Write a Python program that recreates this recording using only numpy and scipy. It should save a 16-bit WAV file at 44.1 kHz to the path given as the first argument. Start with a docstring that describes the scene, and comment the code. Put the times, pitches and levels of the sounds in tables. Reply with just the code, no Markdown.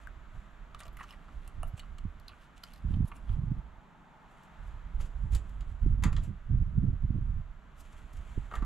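"""An open wooden shed in the woods, heard from a stereo microphone with two close ports.
To the right a hand rummages through small metal hardware, which clinks and knocks on its plastic box.
Then, to the left by a ladder, clothes rustle, soles and sleeves scuff and things knock on the boards.
Gusts buffet the microphone, harder on the right, over the hush of the trees and tyres on a far road."""
import sys
import numpy as np
from scipy import signal
from scipy.fft import rfft, irfft, next_fast_len
from scipy.io import wavfile
from scipy.ndimage import uniform_filter1d

SR = 44100
rng = np.random.default_rng(int(sys.argv[2]) if len(sys.argv) > 2 else 0)


def transcribe(signal):
    """Save signal, clipped to [-1, 1], as a 16-bit WAV file at the path in sys.argv[1]."""
    frames = np.atleast_2d(signal).T
    limited = np.clip(frames, -1, 1)
    pcm = np.round(limited * 32767).astype(np.int16)
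    wavfile.write(sys.argv[1], SR, pcm)


N = 381465

# modes of the plastic box: f/Hz, level/dB, t60/s
BOX_MODES = [(603, -7.5, 0.044), (703, 10, 0.027), (1185, 14.5, 0.051), (1350, 3, 0.084), (1770, -4, 0.042),
             (2285, -12.5, 0.12), (2920, 3.5, 0.028)]
# spectrum of small metal parts touching: f/Hz, level/dB
TICK_SPECTRUM = [(4500, -8), (7000, -4.5), (9000, -7), (12500, -9.5), (14500, -11.5), (16000, -50)]
# spectrum of loose things clattering: f/Hz, level/dB
CLATTER_SPECTRUM = [(200, 0.5), (520, -2), (750, -3.5), (1050, 2), (1400, -0.5), (1600, -3.5), (1950, -4.5),
                    (2350, -18.5), (2700, -9.5), (4000, -29.5), (7000, -43)]
BAND_LIMIT_HZ = 15700
SIDES = np.array([[1], [-1]])  # left, right


def gain_of(db):
    """Decibels to amplitude."""
    return 10 ** (np.asarray(db) / 20)


def unit_rms(x):
    """Scales to an rms of one."""
    return x / np.sqrt(np.mean(x ** 2) + 1e-20)


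def unit_hit(x):
    """Scales a short sound to the energy of 20 ms at an rms of one."""
    return x * np.sqrt(.02 * SR / (np.sum(x ** 2) + 1e-20))


def value_at(points, hz):
    """Reads (f, value) points on a log-frequency axis."""
    f, value = np.transpose(points)
    return np.interp(np.log(hz + 1), np.log(f + 1), value)


def fader(curve):
    """A gain for every sample from (t, level) points."""
    times, db = np.transpose(curve)
    return gain_of(np.interp(np.arange(N) / SR, times, db))


def swells(rows, rise_s, fall_s, column=2):
    """A gain in which each row (start, length, level, ..) rises, holds and falls; their powers add."""
    t = np.arange(N) / SR
    power = np.zeros(N)
    for row in rows:
        start, length = row[:2]
        outside = np.maximum((start - t) / rise_s, (t - start - length) / fall_s)
        power += gain_of(row[column]) ** 2 * np.exp(-2 * np.clip(outside, 0, 20))
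    return np.sqrt(power)


def lumps(seconds, depth_db):
    """A gain that wanders at random, each rise lasting about the given time."""
    size = int(seconds * SR)
    drift = uniform_filter1d(uniform_filter1d(rng.standard_normal(N), size), size)
    return unit_rms(gain_of(depth_db * np.tanh(unit_rms(drift))))


def steadied(x, seconds):
    """Takes the slow swells out of noise, leaving its fast lumps."""
    return x / np.sqrt(uniform_filter1d((x ** 2).mean(0), int(seconds * SR)) + 1e-6)


def add(mix, s, sound):
    """Mixes a sound in at time s."""
    part = mix[max(round(s * SR), 0):][:len(sound)]
    part += sound[:len(part)]


def colour(x, spectrum):
    """Causal filter with the given spectrum."""
    size = next_fast_len(x.shape[-1] + 4096)
    log_gain = np.log(gain_of(value_at(spectrum, abs(np.fft.fftfreq(size, 1 / SR)))))
    response = np.exp(np.conj(signal.hilbert(log_gain)))
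    return np.fft.ifft(np.fft.fft(x, size) * response).real[..., :x.shape[-1]]


def stereo_noise(spectrum, spread):
    """Coloured noise, shared by both ports but for a small side signal."""
    mid, side = colour(rng.standard_normal((2, N)), spectrum)
    return unit_rms(mid) + spread * unit_rms(side) * SIDES


def grains(per_s, spread_db):
    """Sparse clicks of uneven size."""
    size = gain_of(spread_db * np.minimum(rng.exponential(1, N), 4))
    return unit_rms(size * rng.choice([-1, 1], N) * (rng.random(N) < per_s / SR))


def friction(spectrum, per_s, spread_db):
    """Many tiny contacts merging into a coloured hiss."""
    return unit_rms(colour(grains(per_s, spread_db), spectrum))


def ring(modes, t, uneven_db=0):
    """Dying modes from t = 0, weighted at random as by where the blow lands."""
    hz, db, t60 = np.transpose(modes)[:, :, None]
    age = np.maximum(t, 0)
    weight = gain_of(db + uneven_db * rng.standard_normal(hz.shape)) * rng.choice([-1, 1], hz.shape)
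    return unit_hit((weight * gain_of(-60 * age / t60) * np.sin(2 * np.pi * hz * age)).sum(0))


def burst(spectrum, t, fall_s, rise_s=.0001):
    """Gritty noise of two hard surfaces meeting at t = 0."""
    envelope = np.exp(-np.maximum(-t / rise_s, t / fall_s))
    grit = rng.standard_normal(len(t)) * gain_of(2 * np.minimum(rng.exponential(1, len(t)), 4))
    return unit_hit(colour(grit * envelope, spectrum))


def resonate(x, hz, width_hz, ring_db):
    """A short noise together with the resonance that it excites."""
    band = signal.lfilter(*signal.iirpeak(hz, hz / width_hz, SR), x)
    return unit_hit(x + gain_of(ring_db) * unit_hit(band))


def bounce(x, within_s, size):
    """A loose piece touches three more times right after it lands."""
    out = x.copy()
    for late, strength in rng.random((3, 2)):
        add(out, within_s * late, size * strength * x)
    return unit_hit(out)


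def wind():
    """Turbulence right at the ports: big slow eddies, smaller ones in the gusts, and single pops."""
    # breeze under the gusts: t/s, level/dB
    breeze_curve = [(0, -48.5), (1.1, -50.5), (1.9, -44.5), (2.45, -58), (3.2, -46.5), (3.55, -39),
                    (3.9, -62.5), (4.4, -63), (4.85, -40), (5.4, -37.5), (6.4, -43.5), (7.3, -35.5),
                    (7.65, -52), (8.05, -49.5), (8.6, -43)]
    # gusts: t/s, length/s, big eddies/dB, small eddies/dB
    gusts = [(0.35, 0.047, -43.5, -61.5), (0.85, 0.072, -48, -64.5), (1.35, 0.036, -41, -97),
             (1.585, 0.094, -35.5, -49.5), (1.89, 0.12, -44.5, -94), (2.04, 0.026, -31.5, -49.5),
             (2.845, 0.19, -32, -37.5), (3.295, 0.043, -28, -42), (3.37, 0.22, -41, -38),
             (4.6, 0.17, -43, -63.5), (4.95, 0.08, -32, -61), (5.235, 0.023, -28.5, -40.5),
             (5.325, 0.036, -25, -38), (5.825, 0.12, -25.5, -35.5), (5.98, 0.26, -29, -41),
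             (6.045, 0.022, -40.5, -27), (6.28, 0.058, -63, -38.5), (6.5, .13, -27.5, -36),
             (6.66, 0.13, -37, -43), (6.775, 0.16, -32.5, -31.5), (7.03, 0.027, -27.5, -38),
             (7.1, 0.13, -40, -35.5), (7.21, 0.19, -36, -46.5), (8.13, 0.082, -40, -64.5),
             (8.37, 0.029, -32, -46.5), (8.58, .1, -31, -55)]
    # single eddies popping: t/s, level/dB, half width/s
    eddies = [(1.743, -29, 0.0026), (2.053, -28.5, 0.0015), (2.971, -24, 0.0016), (3.007, -17.5, .0017),
              (3.047, -19.5, 0.0021), (3.395, -24, 0.0021), (3.517, -24, 0.0016), (5.245, -27.5, 0.0023),
              (5.864, -24, 0.0011), (6.056, -20, .0014), (6.787, -21.5, .0024), (6.892, -22, 0.0022),
              (7.107, -21.5, 0.0016), (8.378, -31, 0.00091), (8.627, -27.5, 0.0012)]
    # spectra of the eddies, largest to smallest: f/Hz, level/dB
    rumble_spectrum = [(10, -15.5), (25, 2), (47, 0), (65, -8), (90, -17.5), (140, -28), (260, -54.5),
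                       (500, -100)]
    buffet_spectrum = [(25, -28.5), (55, -3), (80, 5.5), (110, -2.5), (160, -14.5), (260, -38), (500, -90)]
    flutter_spectrum = [(40, -16), (90, 2.5), (130, 4.5), (170, -3), (230, -10.5), (300, -29), (400, -34.5),
                        (600, -41), (1200, -99.5)]
    fringe_spectrum = [(100, -6), (190, 3.5), (250, -7), (320, -11.5), (420, -33.5), (600, -43.5),
                       (1200, -78.5)]
    breeze = fader(breeze_curve) * lumps(.039, depth_db=4)
    big = swells(gusts, rise_s=.0076, fall_s=.023)
    thumps = steadied(lumps(.016, depth_db=6.5)[None], .11)
    small = swells(gusts, rise_s=.0069, fall_s=.011, column=3) * thumps
    rumble = np.hypot(breeze, big) * steadied(stereo_noise(rumble_spectrum, spread=.099), .078)
    buffet = np.sqrt(big * small) * steadied(stereo_noise(buffet_spectrum, spread=.18), .04)
    flutter = steadied(stereo_noise(flutter_spectrum, spread=.15), .029)
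    flutter *= np.hypot(gain_of(-15.5) * breeze, small)
    # the smallest eddies grow faster than the gust and strike mostly the right port
    fringe = gain_of(-43) * (small / gain_of(-34.5)) ** 1.58 * stereo_noise(fringe_spectrum, spread=.43)
    pops = np.zeros(N)
    for s, db, width in eddies:
        u = (np.arange(N) / SR - s) / width
        pops -= gain_of(db) * (1 - u ** 2) * np.exp(-u ** 2 / 2)
    return (rumble + buffet + flutter + pops) * gain_of([[-3.6], [2.4]]) + fringe * gain_of([[-7], [4]])


def trees():
    """Air moving through the bare trees around the shed."""
    # rise and fall of the hush: t/s, level/dB
    hush_curve = [(0, -62), (2.4, -64), (4.0, -65), (4.6, -61), (5.3, -64.5), (7.5, -65.5), (8.5, -62)]
    # its spectrum: f/Hz, level/dB
    hush_spectrum = [(240, -22.5), (400, -6), (552, -9), (623, 1), (796, -7.5), (1300, 1.5), (2360, -10),
                     (2670, -12), (3460, -15), (5150, -29.5), (7320, -24.5), (8280, -33.5), (10400, -37),
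                     (11600, -35.5), (15500, -43.5)]
    return fader(hush_curve) * stereo_noise(hush_spectrum, spread=.41)


def far_road():
    """Traffic swells in the distance, and one car goes by with its tyres singing."""
    # rise and fall of the traffic: t/s, level/dB
    traffic_curve = [(0, -63.5), (1.5, -60.5), (2.4, -64.5), (3.1, -58), (4, -62.5), (5.5, -59.5),
                     (6.6, -67.5), (8.6, -59)]
    # spectra of the traffic and of the one car: f/Hz, level/dB
    road_spectrum = [(30, -13.5), (105, -1), (165, 8), (205, 4), (260, 0), (450, -11.5), (640, -10.5),
                     (790, -7), (880, -6), (1050, -6.5), (1300, -14.5), (2000, -29.5), (5000, -58)]
    tyre_spectrum = [(100, -26), (170, 7.5), (300, -26), (600, -18), (790, -4), (880, 2.5), (1000, -6.5),
                     (1300, -18), (3000, -60)]
    traffic = fader(traffic_curve) * stereo_noise(road_spectrum, spread=.41)
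    nearest_s, half_width_s = 4.2, .67
    nearness = 1 / (1 + ((np.arange(N) / SR - nearest_s) / half_width_s) ** 2)
    return traffic + gain_of(-62.5) * nearness * stereo_noise(tyre_spectrum, spread=.3)


def clothes():
    """Fine friction of heavy cloth, swelling unevenly with each movement."""
    # movements of arms and body: t/s, length/s, level/dB
    moves = [(0.01, 0.029, -68.5), (0.34, 0.12, -74.5), (4.29, 0.17, -76), (4.63, 0.09, -76.5),
             (4.92, 0.36, -78.5), (5.41, 0.35, -74.5), (5.83, 0.088, -71.5), (7.76, 0.068, -75.5),
             (7.85, 0.14, -68), (8.03, 0.78, -70), (8.24, 0.037, -73)]
    # spectrum of rubbing cloth: f/Hz, level/dB
    cloth_spectrum = [(400, -31), (1300, 13.5), (3200, 11.5), (5200, -4.5), (7200, 6.5), (8500, -1),
                      (11500, -5), (15000, -21)]
    effort = swells(moves, rise_s=.029, fall_s=.02) * lumps(.03, depth_db=4.1)
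    return effort * friction(cloth_spectrum, per_s=4000, spread_db=2)


def tap():
    """One light tap: a crisp contact tick, then a short hollow note."""
    # the tap: t/s, note level/dB, f/Hz, t60/s, tick level/dB
    touch = (0.072, -50.5, 1550, .015, -72)
    s, db, hz, t60, tick_db = touch
    out, t = np.zeros(N), np.arange(2000) / SR
    attack = -np.expm1(-t / .00044)
    note = unit_hit(attack * ring([(hz, 0, t60)], t))
    add(out, s, gain_of(db) * note + gain_of(tick_db) * burst(TICK_SPECTRUM, t, fall_s=.0016))
    return out


def hardware():
    """Each piece slides, knocks the box, clinks and ticks on its neighbours; the heap damps it fast."""
    # pieces shifting: t/s, knock level/dB, f/Hz, clink level/dB, f/Hz, tick level/dB, f/Hz,
    # slide (0 a clean hit, 1 a scrape)
    hits = [(0.747, -50.5, 1197, -62.5, 3470, -70.5, 7500, 0.12),
            (0.794, -71, 1420, -64, 3600, -65, 8900, 0.52),
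            (0.804, -56.5, 1190, -59.5, 2900, -61, 9100, 0.18),
            (0.809, -60, 1880, -68, 3600, -69, 9400, .1), (0.816, -61, 700, -69, 3600, -76, 7000, .6),
            (0.825, -59.5, 2000, -68, 2600, -84, 9000, 0.2),
            (0.834, -61, 1170, -66.5, 4770, -67.5, 7200, 0.19),
            (0.855, -60, 680, -66, 3080, -70, 7500, 0.41), (0.866, -60, 696, -71, 3000, -74, 14000, .15),
            (0.88, -60.5, 1150, -66, 3420, -71, 14000, 0.18),
            (0.933, -79, 1190, -80, 3000, -77, 13000, 0.76),
            (0.97, -58, 2020, -69, 2930, -65.5, 11600, 0.17),
            (0.99, -55, 1300, -69, 2800, -74, 11000, 0.76), (0.998, -54, 1890, -64, 2800, -76, 9600, .45),
            (1.008, -47.5, 1120, -59, 2800, -87, 9500, .25),
            (1.011, -50.5, 1820, -76, 3000, -74, 9000, 0.84),
            (1.032, -57, 1150, -65, 2930, -68.5, 7000, 0.4), (1.038, -53, 1300, -67, 2900, -72, 6500, 0.17),
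            (1.107, -61.5, 1120, -65, 2760, -72, 12600, 0.27),
            (1.125, -63, 1190, -66, 2900, -77, 9000, 0.23), (1.136, -61, 1900, -81, 3100, -82, 8600, .55),
            (1.284, -59.5, 1310, -90, 2550, -90, 8000, .5),
            (1.477, -63.5, 1170, -73, 2600, -62, 9700, 0.16),
            (1.631, -49, 1176, -72, 2800, -65, 10000, 0.058), (1.633, -48, 724, -82, 2900, -84, 9000, .05),
            (1.68, -77, 660, -85, 2510, -68, 12300, 0.82), (1.779, -61, 660, -63, 2970, -64.5, 7800, 0.69),
            (1.795, -64, 2020, -56.5, 3030, -61.5, 7600, 0.2),
            (1.833, -59, 1300, -71, 2600, -90, 9000, .15), (1.984, -64, 1200, -65, 3060, -68.5, 7650, 0.24),
            (2.199, -78, 700, -75, 4320, -73.5, 11900, 0.12),
            (2.282, -66, 1420, -55, 3960, -68, 11600, 0.04), (2.283, -75, 1420, -60, 4530, -73, 10000, .05),
            (2.292, -61, 1160, -60.5, 2800, -81, 10900, 0.37), (2.317, -64, 1400, -68, 2800, -92, 9000, .2),
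            (2.333, -61.5, 1480, -68, 2500, -94, 9000, .3), (2.571, -77, 815, -68, 3000, -75, 7800, 0.71),
            (2.579, -77, 820, -68, 2980, -72, 7400, 0.17),
            (2.635, -56.5, 1350, -59.5, 4100, -65.5, 12500, 0.16),
            (2.638, -62, 1350, -56, 5000, -61, 11900, .06),
            (2.736, -77, 1400, -63.5, 4300, -66.5, 11700, 0.15),
            (2.76, -75, 1410, -72, 4500, -77, 11700, 0.1), (2.778, -76, 1400, -76, 4800, -78, 12700, .55),
            (2.94, -63, 714, -61, 3140, -83.5, 9800, 0.18), (3.056, -67, 1300, -79, 4300, -75, 10400, .5),
            (3.081, -70, 940, -76, 3430, -64.5, 10700, 0.67),
            (3.116, -52, 1120, -59, 2700, -85, 10000, 0.13),
            (3.12, -57.5, 2050, -65, 2400, -88, 10000, 0.32),
            (3.121, -54, 1330, -76, 2700, -100, 10000, 0.09), (3.163, -70, 640, -66, 2690, -69.5, 9800, 1),
            (3.293, -60.5, 1300, -64, 3230, -93, 10500, 0.65),
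            (3.33, -71, 1240, -72, 3130, -80, 10500, 0.97)]
    # contact noise of a piece: f/Hz, level/dB
    clink_spectrum = [(1500, -12.5), (2400, 4), (3000, -4.5), (4200, 2), (5200, -1.5), (6000, 0),
                      (7200, -17), (9000, -2)]
    out, t = np.zeros(N), np.arange(-1500, 5000) / SR
    for s, knock_db, knock_hz, clink_db, clink_hz, tick_db, tick_hz, slide in hits:
        rise_s, fall_s = .0001 + .012 * slide ** 2, .0008 + .0125 * slide
        # a square hit rings hollow; a glancing one clatters and bounces
        glancing = min(slide / .19, 1)
        knock = ring([(knock_hz, 0, .02)], t) + gain_of(-2) * ring(BOX_MODES, t, uneven_db=.67)
        knock += gain_of(-5.5) * glancing * burst(CLATTER_SPECTRUM, t, fall_s)
        # the small box radiates little bass, and a knock hardly wakes modes far below its pitch
        low_cut_hz = max(480, .66 * knock_hz)
        knock = signal.lfilter(*signal.butter(3, low_cut_hz, "high", fs=SR), knock)
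        clink = resonate(burst(clink_spectrum, t, fall_s, rise_s), clink_hz, width_hz=380, ring_db=8)
        knock = bounce(knock, within_s=.00606, size=.69 * glancing)
        body = gain_of(knock_db) * knock + gain_of(clink_db) * clink
        # soft contacts are dull: an octave less treble for each 27 dB less tick
        reach_hz = min(2.4 * clink_hz * 2 ** ((tick_db - clink_db) / 27), BAND_LIMIT_HZ)
        body = signal.sosfilt(signal.butter(6, reach_hz, fs=SR, output="sos"), body)
        tick = burst(TICK_SPECTRUM, t, fall_s, rise_s)
        tick = resonate(tick, tick_hz, width_hz=1700, ring_db=8 * slide)  # a sliding piece sings
        add(out, s + t[0], body + gain_of(tick_db) * tick)
    return out


def pings():
    """A piece that comes free of the heap rings on for a moment in two modes."""
    # freed pieces: t/s, lower level/dB, f/Hz, upper level/dB, f/Hz, t60/s
    pieces = [(0.746, -64, 3000, -84, 10400, 0.025), (1.091, -65, 2900, -76, 3650, .02),
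              (1.108, -60.5, 2920, -66, 5100, 0.025), (1.632, -63, 8650, -62, 10300, 0.0092),
              (1.632, -64, 2820, -67, 2990, 0.025), (1.795, -59, 2870, -59.5, 4380, .03),
              (1.802, -64, 3880, -74, 7500, 0.02), (1.986, -65, 2940, -76, 4400, 0.028),
              (2.281, -64.5, 4270, -76, 6060, 0.014), (2.637, -56, 3060, -64, 4800, 0.021),
              (3.166, -80, 5400, -72, 7340, .016)]
    out, t = np.zeros(N), np.arange(5000) / SR
    for s, low_db, low_hz, high_db, high_hz, t60 in pieces:
        for db, hz in (low_db, low_hz), (high_db, high_hz):
            add(out, s, gain_of(db) * ring([(hz, 0, t60)], t))
    return out


def rattle():
    """Countless tiny contacts as the hand pushes through the heap; some of them ring the box."""
    # strokes of the hand: t/s, length/s, level/dB
    stirs = [(0.8, 0.033, -68), (0.96, 0.086, -72), (1.09, .06, -69), (1.33, 0.24, -73.5),
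             (1.66, 0.16, -72.5), (2.42, 0.024, -73.5), (2.65, 0.12, -68.5), (2.9, 0.19, -76),
             (3.29, 0.056, -74)]
    # spectrum of the shifting heap: f/Hz, level/dB
    heap_spectrum = [(800, -13), (1300, -2), (3000, 2), (5200, -11), (7300, -10.5), (9000, -12.5),
                     (12500, -18), (15500, -31)]
    t = np.arange(N) / SR
    resting = gain_of(-81) * (t > .93) * (t < 3.6)  # the heap shifts faintly while the hand is in it
    effort = np.hypot(resting, swells(stirs, rise_s=.016, fall_s=.026))
    contacts = lumps(.066, depth_db=5.5) * friction(heap_spectrum, per_s=1100, spread_db=2)
    nudges = grains(per_s=81, spread_db=4.5)
    walls = unit_rms(signal.oaconvolve(nudges, ring(BOX_MODES, np.arange(2500) / SR))[:N])
    return effort * (contacts + gain_of(-10.5) * walls)


def fidgets():
    """Thin ticks of small parts that slide and touch in the fingers."""
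    # touches: t/s, level/dB, slide before the touch/s
    touches = [(4.32, -81, .012), (4.433, -75, .0002), (4.68, -77, .012), (5.493, -75.5, 0.00021),
               (7.809, -62, .016), (8.134, -69, 0.0033)]
    out, t = np.zeros(N), np.arange(-2000, 2000) / SR
    for s, db, slide_s in touches:
        add(out, s + t[0], gain_of(db) * burst(TICK_SPECTRUM, t, fall_s=.007, rise_s=slide_s))
    return out


def knocks():
    """A hard crack, then the boards ring and loose things on them clatter; each spot has its pitch."""
    # blows: t/s, body level/dB, f/Hz, crack level/dB, f/Hz, snap level/dB, clatter decay/s
    blows = [(5.000, -58, 1200, -74, 3000, -80, 0.0045), (5.322, -65.5, 1200, -71, 3800, -69, 0.0087),
             (5.349, -59.5, 1200, -52.5, 4930, -53, 0.0055), (5.608, -64.5, 1210, -64, 3000, -76.5, .016),
             (6.025, -53, 1000, -61, 2200, -68, .012), (6.037, -41, 1180, -41, 2000, -48.5, .012),
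             (6.05, -46.5, 1950, -66, 2200, -68, 0.011), (6.063, -46, 1310, -63, 2000, -77, .027),
             (6.128, -54.5, 1400, -57.5, 2800, -67, .007), (6.165, -52.5, 1910, -51.5, 3170, -70, .012),
             (6.18, -57, 750, -68, 2700, -80, .014), (6.236, -85, 1200, -72, 3000, -66.5, .022),
             (8.513, -48.5, 1280, -71, 3000, -87, 0.0046), (8.521, -48, 640, -78, 3000, -80, 0.007),
             (8.538, -40.5, 1240, -75, 2900, -76, 0.007), (8.554, -56, 1300, -57, 3200, -62.5, .012),
             (8.561, -48, 1750, -75, 3000, -82, .016), (8.586, -55.5, 1300, -78, 3000, -88, .016),
             (8.623, -46.5, 1190, -67.5, 3000, -78, .016)]
    # modes of the boards and of loose metal there: f/Hz, level/dB, t60/s
    board_modes = [(996, -5.5, 0.06), (1070, 5.5, 0.051), (1185, 16.5, 0.16), (1342, 21, 0.12),
                   (1570, 0, 0.11), (1870, 9, 0.16), (1910, 3.5, 0.063), (2020, 0.5, 0.13), (2137, 7, 0.14),
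                   (2270, -12, 0.1)]
    metal_modes = [(3115, -6, .09), (4153, -3, .09), (4668, 2, .1), (7089, -3, .09), (7713, -2, .09)]
    # contact noise of the crack and of its bright snap: f/Hz, level/dB
    crack_spectrum = [(500, -7.5), (1500, -6.5), (2200, 4.5), (2800, -2), (3400, 1.5), (4200, -0.5),
                      (4700, -3), (5500, -7.5), (7100, 1), (8500, -35)]
    snap_spectrum = [(5000, -27.5), (7200, 4), (8300, -3), (10500, -4.5), (12000, -8.5), (13500, -16.5),
                     (16000, -17)]
    out, t = np.zeros(N), np.arange(-200, 10000) / SR
    for s, body_db, body_hz, crack_db, crack_hz, snap_db, clatter_s in blows:
        clatter = burst(CLATTER_SPECTRUM, t, fall_s=clatter_s, rise_s=.00025)
        clatter = resonate(clatter, body_hz, width_hz=340, ring_db=-.5)
        body = unit_hit(gain_of(-6) * ring(board_modes, t, uneven_db=.8) + clatter)
        crack = burst(crack_spectrum, t, fall_s=.0038, rise_s=.0002)
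        crunch = gain_of(-3.5) * burst(crack_spectrum, t, fall_s=.016)
        crack = resonate(crack + crunch, crack_hz, width_hz=700, ring_db=0)
        crack += gain_of(-16) * ring(metal_modes, t, uneven_db=1.1)
        snap = burst(snap_spectrum, t, fall_s=.0065, rise_s=.0003)
        add(out, s + t[0], gain_of(body_db) * body + gain_of(crack_db) * crack + gain_of(snap_db) * snap)
    return out


def scuffs():
    """Short scrapes and swishes of soles and sleeves that swell and die away."""
    # scrapes and swishes: peak t/s, level/dB, rise/s, fall/s
    strokes = [(5.011, -52, 0.0076, 0.02), (5.059, -62.5, 0.0072, 0.016), (5.336, -52, 0.012, 0.015),
               (5.356, -50, 0.0059, 0.015), (6.244, -59, 0.02, 0.023), (7.93, -63, 0.013, 0.013),
               (8.172, -60.5, 0.013, 0.013), (8.545, -61, .012, .025)]
    # spectrum of the rubbing: f/Hz, level/dB
    scuff_spectrum = [(300, 5), (1200, 0), (3000, 0), (4600, -8.5), (5400, -8.5), (7300, -2.5),
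                      (8500, -10.5), (11500, -11), (14000, -26), (16000, -44.5)]
    effort, t = np.zeros(N), np.arange(N) / SR
    for s, db, rise_s, fall_s in strokes:
        effort += gain_of(db) * np.exp(-np.maximum((s - t) / rise_s, (t - s) / fall_s))
    return effort * friction(scuff_spectrum, per_s=9000, spread_db=.98)


def shed(x):
    """Scattered reflections from roof and walls, each band dying at its own speed."""
    # decay of the shed: f/Hz, t60/s
    decay_times = [(200, 0.86), (1200, 0.14), (3000, 0.16), (5000, 0.11), (8000, 0.15), (15000, 0.046)]
    size, echoes_per_s, first_echo_s = SR // 2, 2500, .005
    echoes = rng.standard_normal((2, size)) * (rng.random((2, size)) < echoes_per_s / SR)
    echoes *= np.arange(size) > first_echo_s * SR
    hz, t, bands = signal.stft(echoes, SR, nperseg=256)
    decay = gain_of(-60 * t / value_at(decay_times, hz)[:, None])
    tail = signal.istft(bands * decay, SR, nperseg=256)[1]
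    return signal.fftconvolve(x[None], tail / np.linalg.norm(tail[0]), axes=1)[:, :N]


def placed(x, pan_db, wet_db, spread):
    """Direct sound to one side (positive is left), with reflections much alike at both ports."""
    mid, side = shed(x)
    return x * gain_of(pan_db * SIDES / 2) + gain_of(wet_db) * (mid + spread * side * SIDES)


def scene():
    """From the microphone: the box a little right, the ladder a little left, the tap further left."""
    box = placed(hardware() + pings() + rattle(), pan_db=-2, wet_db=-14, spread=.55)
    ladder = placed(knocks() + scuffs() + clothes() + fidgets(), pan_db=1, wet_db=-11.5, spread=.24)
    left_tap = placed(tap(), pan_db=7, wet_db=-15, spread=.6)
    return box + ladder + left_tap + wind() + trees() + far_road()


def record(dry):
    """Two close ports slightly out of phase, then the recorder's band limit."""
    # phase between the ports: f/Hz, lead of the left/rad
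    port_phase = [(300, 0.13), (900, 0.098), (1600, -0.5), (3000, -0.68), (4200, -0.053), (7500, -0.44),
                  (10000, -0.53), (15000, -0.19)]
    size = next_fast_len(N + 2048)
    hz = np.fft.rfftfreq(size, 1 / SR)
    turn = np.exp(1j * value_at(port_phase, hz) * SIDES / 2)
    # treble glancing off nearby surfaces, 1.1 ms late, ripples the two ports in opposite ways
    treble = np.clip((hz - 2500) / 2000, 0, 1)
    echo = .28 * treble * np.exp(-2j * np.pi * hz * .0011)
    ports = irfft(rfft(dry, size) * (turn + echo * SIDES), size)[:, :N]
    low_pass = signal.firwin(511, BAND_LIMIT_HZ, window=("kaiser", 9), fs=SR)
    return signal.oaconvolve(ports, low_pass[None], "same")


dry = scene()
out = record(dry)
transcribe(out)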